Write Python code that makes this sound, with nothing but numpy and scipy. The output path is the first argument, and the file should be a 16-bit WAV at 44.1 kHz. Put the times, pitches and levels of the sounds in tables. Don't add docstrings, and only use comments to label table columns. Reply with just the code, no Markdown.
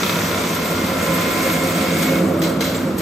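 import sys
import numpy as np
from scipy import signal
from scipy.fft import rfft, irfft, next_fast_len
from scipy.io import wavfile
from scipy.ndimage import uniform_filter1d

SR = 44100
rng = np.random.default_rng(int(sys.argv[2]) if len(sys.argv) > 2 else 0)


def invert_db(level):
    return 10 ** (np.asarray(level, dtype=float) / 20)


def log_audio(samples):
    frames = np.atleast_2d(samples).T
    limited = np.clip(frames, -1, 1)
    pcm = np.round(limited * 32767).astype(np.int16)
    wavfile.write(sys.argv[1], SR, pcm)


N = 132741
T = np.arange(N) / SR
FFT_SIZE = next_fast_len(N)
F = np.maximum(np.fft.rfftfreq(FFT_SIZE, 1 / SR), 1)
SHAFT_HZ = 10.67

# (frequency [Hz], level per Hz [dB])
FLOOR_TONE = [(20, -18), (35, -15.5), (60, -10), (95, 2.5), (125, -2), (160, -13)]
# (time [s], level [dB])
HOUSING_LEVEL = [(0, -27), (.3, -25), (1, -26.5), (1.8, -25.5), (2.1, -23), (2.45, -23), (2.7, -25),
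                 (3.01, -24.5)]
# (frequency [Hz], level per Hz [dB])
HOUSING_TONE = [(110, -29), (140, -14), (166, -3), (210, 0), (256, -7), (406, -11), (700, -20.5)]
# (frequency [Hz], width [Hz], level [dB])
PANEL_RINGS = [
    (185.5, 27.3, -10.5),
    (253.6, 63, -15.5),
    (450.2, 43, -11.5),
]
HUM_HZ = [167.7, 237, 261.8, 324.0, 365.5, 470.9, 533.5, 586.5, 639, 722]
# (rms level [dB], loudest time [s], fade one second away [dB])
HUM_LEVELS = [(-6, 1.7, 0.4), (-20, 1.5, -7.5), (-3.5, 2.5, 2), (-7, 2.35, 1.5), (-12.5, 2., 0.5),
              (-14, 2.5, 1.), (-5.5, 1.73, 6.5), (-16, 2.3, -0.5), (-29.5, 3.1, -1), (-14, 1.67, 20)]
# (time [s], level [dB])
CONVEYOR_LEVEL = [(0, -26), (.5, -28), (1, -25.5), (2.05, -26.5), (2.3, -27), (2.7, -27), (3.01, -31)]
# (frequency [Hz], level per Hz [dB])
CONVEYOR_TONE = [(350, -4), (500, 0), (650, -1), (800, -10), (1050, -6.5), (1400, -6.5), (1700, -18),
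                 (2500, -22.5)]
# (time [s], level [dB])
CUTTER_PATH = [(0, -29), (.4, -29), (.5, -31), (1.35, -29.5), (1.48, -27), (1.6, -30.5), (1.98, -28),
               (2.04, -28), (2.1, -28.5), (2.17, -31), (2.24, -35.5), (2.41, -42), (2.5, -38), (2.6, -42),
               (2.8, -39), (2.96, -41.5), (3.01, -37)]
# (frequency [Hz], level per Hz [dB])
HISS_TONE = [(900, -11.5), (1400, -1.5), (2200, 1), (3000, -5.5), (5000, -8), (6000, -8.5), (9000, -5.5),
             (15500, -8)]
# (time [s], peak level [dB], t60 [s])
RATTLE_HITS = [(1.062, -35, 0.092), (1.14, -38, 0.17), (2.025, -29, 0.12), (2.4175, -28.5, 0.19),
               (2.433, -30.5, 0.45), (2.495, -44, 0.47), (2.6055, -27, 0.31), (2.640, -31, 0.72),
               (2.69, -45, .4), (2.745, -35.5, 0.17), (2.981, -37, 1.2)]
# (frequency [Hz], level per Hz [dB])
RATTLE_TONE = [(700, -10), (1500, 7), (2500, 2.5), (4500, 1.5), (9000, -0.5), (15500, 1)]
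# (frequency [Hz], width [Hz], level [dB])
RATTLE_RINGS = [(2130, 50, -13.5), (3310, 280, -16.5), (4020, 200, -14), (6200, 130, -25)]
# (time [s], frequency [Hz], level [dB], length [s])
SQUEAKS = [
    (2.386, 8400, -35, 0.022),
    (2.490, 7840, -45, 0.02),
    (2.737, 7470, -35.5, 0.052),
]
# (time [s], peak level [dB], t60 [s])
TINKLE_HITS = [(0.0817, -39, 0.17), (0.2704, -34, 0.2), (0.3874, -25, 0.18), (0.4823, -23, 0.2),
               (0.5464, -18, 0.23), (0.6454, -20, 0.22), (0.7038, -20, 0.2), (0.8614, -23, 0.2),
               (1.0224, -20, 0.18), (1.1388, -18, 0.19), (1.2094, -18.5, 0.17), (1.3054, -19, 0.2),
               (1.3344, -23, 0.18), (1.4262, -21.5, 0.26), (1.4616, -21, 0.2), (1.5184, -17.5, 0.23),
               (1.6354, -22, 0.2), (1.6694, -21, 0.26), (1.7694, -25, 0.41), (1.9824, -17, 0.2),
               (2.0208, -14, 0.18), (2.4174, -31, 0.2), (2.4354, -32, 0.18), (2.4927, -26, 0.2),
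               (2.6364, -31, 0.26), (2.7596, -28, 0.18), (2.981, -20.5, 0.22)]
# (frequency [Hz], level per Hz [dB])
TINKLE_TONE = [(6000, -8.5), (8500, 0), (12000, 3), (15500, -5)]
# (time [s], level [dB])
DRIVE_LEVEL = [(0, -33.5), (.95, -40), (1.1, -38), (1.5, -36.5), (2.15, -35), (2.28, -50), (2.69, -40.5),
               (2.92, -53), (3.01, -62)]
WHINE_HZ = [2113.3, 2199, 2019, 1025, 1346, 961, 1057, 1248, 1409, 2552, 3235, 3478]
# (rms level [dB], loudest time [s], fade one second away [dB])
WHINE_LEVELS = [(1.5, 1.38, 13), (-2, 1.73, 8), (-21, 1.6, 2), (4, 1.2, 17.5), (1, 1.31, 18), (-5.5, .5, 8),
                (-3, 0.71, 4), (-8.5, 0.9, 7), (-3.5, 0.45, 3.5), (-9.5, 0.5, 1.5), (-10, 1.1, 4),
                (-10.5, 0.95, 3)]
# (frequency [Hz], width [Hz], level [dB])
CASE_RINGS = [(990, 21, 6.5), (1330, 150, 4), (1220, 44, -14), (1740, 400, -14), (2140, 150, 3),
              (2580, 71, -14), (3330, 560, -4)]
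# (frequency [Hz], diffuse share [dB])
DIFFUSE = [(30, -16), (70, -25), (150, -23.5), (300, -17.5), (600, -8), (1200, -5), (2500, -5.5),
           (5000, -1), (7800, -19)]
# (frequency [Hz], left minus right [dB])
PAN = [(60, 0.5), (250, -1.2), (500, -1.8), (1000, 1.8), (2000, -0.6), (4000, 1.8), (8000, 0)]
# (frequency [Hz], lead [half turns])
PORT_TURN = [(6800, 0), (7700, .15), (9000, .335), (10050, .5), (11050, .645), (12200, .8), (13400, .95),
             (14900, 1.17), (15300, 1.34), (16000, 1.42)]
# (frequency [Hz], weakest kept detail against the band mean [dB])
THIN = [(1500, -15.5), (3000, -9), (7500, -1.5), (8500, -4), (11000, 0), (12500, 0.5), (14500, 1),
        (15500, 1.5)]


def unit(x):
    return x / np.sqrt(np.mean(x ** 2))


def curve(rows):
    return np.interp(T, *np.array(rows).T)


def over_hz(rows, hz):
    rows = np.array(rows)
    return np.interp(np.log(hz), np.log(rows[:, 0]), rows[:, 1])


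def ring(x, hz, width):
    return signal.lfilter(*signal.iirpeak(hz, hz / width, fs=SR), x)


def walk(rate):
    hold = int(SR / rate)
    steps = np.repeat(rng.standard_normal(N // hold + 1), hold)
    return 1.317 * uniform_filter1d(uniform_filter1d(steps, hold), hold)[:N]


def air(tone, swell_db, flicker_db, rate):
    low, high = tone[0][0], tone[-1][0]
    spec = rfft(rng.standard_normal((2, FFT_SIZE))) * invert_db(over_hz(tone, F))
    spec = spec / (1 + (low / 2.1 / F) ** 4) / (1 + (F / high / 1.32) ** 4)
    swell = swell_db * walk(rate)
    out = 0
    for octave in range(int(np.log2(low)) - 1, int(np.log2(high)) + 3):
        band = np.clip(1 - np.abs(np.log2(F) - octave), 0, 1)
        flicker = flicker_db * walk(2 * rate)
        out = out + irfft(spec * band, FFT_SIZE)[:, :N] * invert_db(swell + flicker)
    return unit(out)


def lines(tones, rows, wander_db, wander_hz, throb_db, rate):
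    out = np.zeros((2, N))
    for hz, (db, top, fade) in zip(tones, rows):
        phase = 2 * np.pi * np.cumsum(hz + wander_hz * walk(rate)) / SR
        throb = throb_db * np.cos(2 * np.pi * (SHAFT_HZ * T + rng.random()) + walk(3.06))
        passing = db - abs(fade) * (T - top) ** 2
        for c in range(2):
            gain = invert_db(passing + wander_db * walk(rate) + throb)
            out[c] += gain * np.sqrt(2) * np.sin(phase + 2 * np.pi * rng.random())
    return out


def bursts(rows):
    attack_s = .0008
    power = np.zeros(N)
    for start, db, t60 in rows:
        age = np.maximum(T - start, 0)
        decay = np.exp(-2 * np.log(1000) * age / t60)
        power += invert_db(2 * db) * (1 - np.exp(-age / attack_s)) * decay
    return np.sqrt(power)


def floor_shake():
    return invert_db(-35) * air(FLOOR_TONE, 0.32, 0.33, 2.8)


def housing():
    push = rng.standard_normal((2, N))
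    boom = sum(invert_db(db) * unit(ring(ring(push, hz, w), hz, w)) for hz, w, db in PANEL_RINGS)
    rumble = invert_db(-1.0) * air(HOUSING_TONE, 0.3, 1.4, 9.7)
    hum = lines(HUM_HZ, HUM_LEVELS, 3.1, 3.01, 3.85, rate=26.)
    return invert_db(curve(HOUSING_LEVEL)) * (rumble + boom + hum)


def conveyor():
    return invert_db(curve(CONVEYOR_LEVEL)) * air(CONVEYOR_TONE, 0.47, 0.94, 9)


def cutter_hiss():
    jet_hz, jet_width_hz, jet_db, jet_fade_db_s = 6000, 450, -38, 13
    hiss = air(HISS_TONE, 0.49, 1.05, 7)
    jet = invert_db(jet_db - jet_fade_db_s * T) * unit(ring(hiss, jet_hz, jet_width_hz))
    return invert_db(curve(CUTTER_PATH) + 3.5) * hiss + jet


def tinkles():
    return invert_db(-7) * bursts(TINKLE_HITS) * air(TINKLE_TONE, 0.79, 1., 80)


def squeaks(noise):
    out = np.zeros((2, N))
    for start, hz, db, length in SQUEAKS:
        shape = np.sin(np.pi * np.clip((T - start) / length, 0, 1))
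        rough = 0.73 * unit(ring(noise, hz, 200.))
        out += invert_db(db) * shape * (np.sin(2 * np.pi * hz * T) + rough)
    return out


def rattles():
    noise = air(RATTLE_TONE, .6, 1.3, 60)
    rings = sum(invert_db(db) * unit(ring(noise, hz, w)) for hz, w, db in RATTLE_RINGS)
    return invert_db(5.0) * bursts(RATTLE_HITS) * (noise + rings) + squeaks(noise)


def whine():
    return lines(WHINE_HZ, WHINE_LEVELS, 2.5, 2.17, 2.0, rate=13.9)


def rotor():
    rotor_hz, jitter_turns, force_db, smear_s = 32.02, .002, 3.1, 0.0096
    chance = rng.standard_normal((120, 2))
    at = ((1 + np.arange(120) + jitter_turns * chance[:, 0]) / rotor_hz * SR).astype(int)
    pulses = np.zeros(N)
    pulses[at[at < N]] = invert_db(force_db * chance[at < N, 1])
    smear = rng.standard_normal((2, 3000)) * np.exp(-np.arange(3000) / SR / smear_s)
    smeared = np.array([signal.fftconvolve(pulses, s)[:N] for s in smear])
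    return invert_db(1.5) * unit(sum(invert_db(db) * ring(smeared, hz, w) for hz, w, db in CASE_RINGS))


def granulator():
    return invert_db(curve(DRIVE_LEVEL)) * (rotor() + whine())


def scene():
    background = floor_shake() + housing() + conveyor() + cutter_hiss()
    direct, hall = rfft(background + tinkles() + rattles() + granulator(), FFT_SIZE)
    hall = hall * invert_db(over_hz(DIFFUSE, F))
    turn = np.exp(1j * np.pi * np.interp(F, *np.array(PORT_TURN).T))
    pan = invert_db(over_hz(PAN, F) / 2)
    left = (direct + hall) / turn * pan
    right = (direct - hall) * turn / pan
    return irfft(np.array([left, right]), FFT_SIZE)[:, :N]


def thin_treble(x):
    from_hz, mid_drop_db, side_drop_db, ragged_db, patchy_db = 7300, -5.5, -3, 2, 3.3
    lead, bins = 408, 16
    frame = dict(fs=SR, nperseg=2048, window="cosine")
    sum_diff = np.array([x[0] + x[1], x[0] - x[1]]) / 2
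    hz, _, z = signal.stft(np.pad(sum_diff, ((0, 0), (lead, 0))), **frame)
    band = np.arange(len(hz)) // bins
    power = np.add.reduceat(abs(z) ** 2, np.arange(0, len(hz), bins), axis=1) / bins
    drop = np.array([mid_drop_db, side_drop_db])[:, None, None]
    drop = drop + ragged_db * rng.standard_normal(power.shape)
    kept = (power > invert_db(2 * drop) * power[::-1])[:, band] | (hz < from_hz)[:, None]
    strong = abs(z) ** 2 > power[:, band] * invert_db(2 * over_hz(THIN, hz + 1))[:, None]
    patch_depth = np.clip(hz / from_hz - .5, 0, 1)[:, None]
    patchy = invert_db(patchy_db * rng.standard_normal(power.shape)[:, band] * patch_depth)
    mid, side = signal.istft(z * kept * strong * patchy, **frame)[1][:, lead:lead + N]
    return np.array([mid + side, mid - side])


def top_cut(x):
    return signal.sosfilt(signal.butter(12, 15800, fs=SR, output="sos"), x)


def record(dry):
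    top_hz = 15800
    x = signal.sosfilt(signal.ellip(8, .2, 70, top_hz, fs=SR, output="sos"), dry)
    mix = thin_treble(x)
    return top_cut(mix)


dry = scene()
out = record(dry)
log_audio(out)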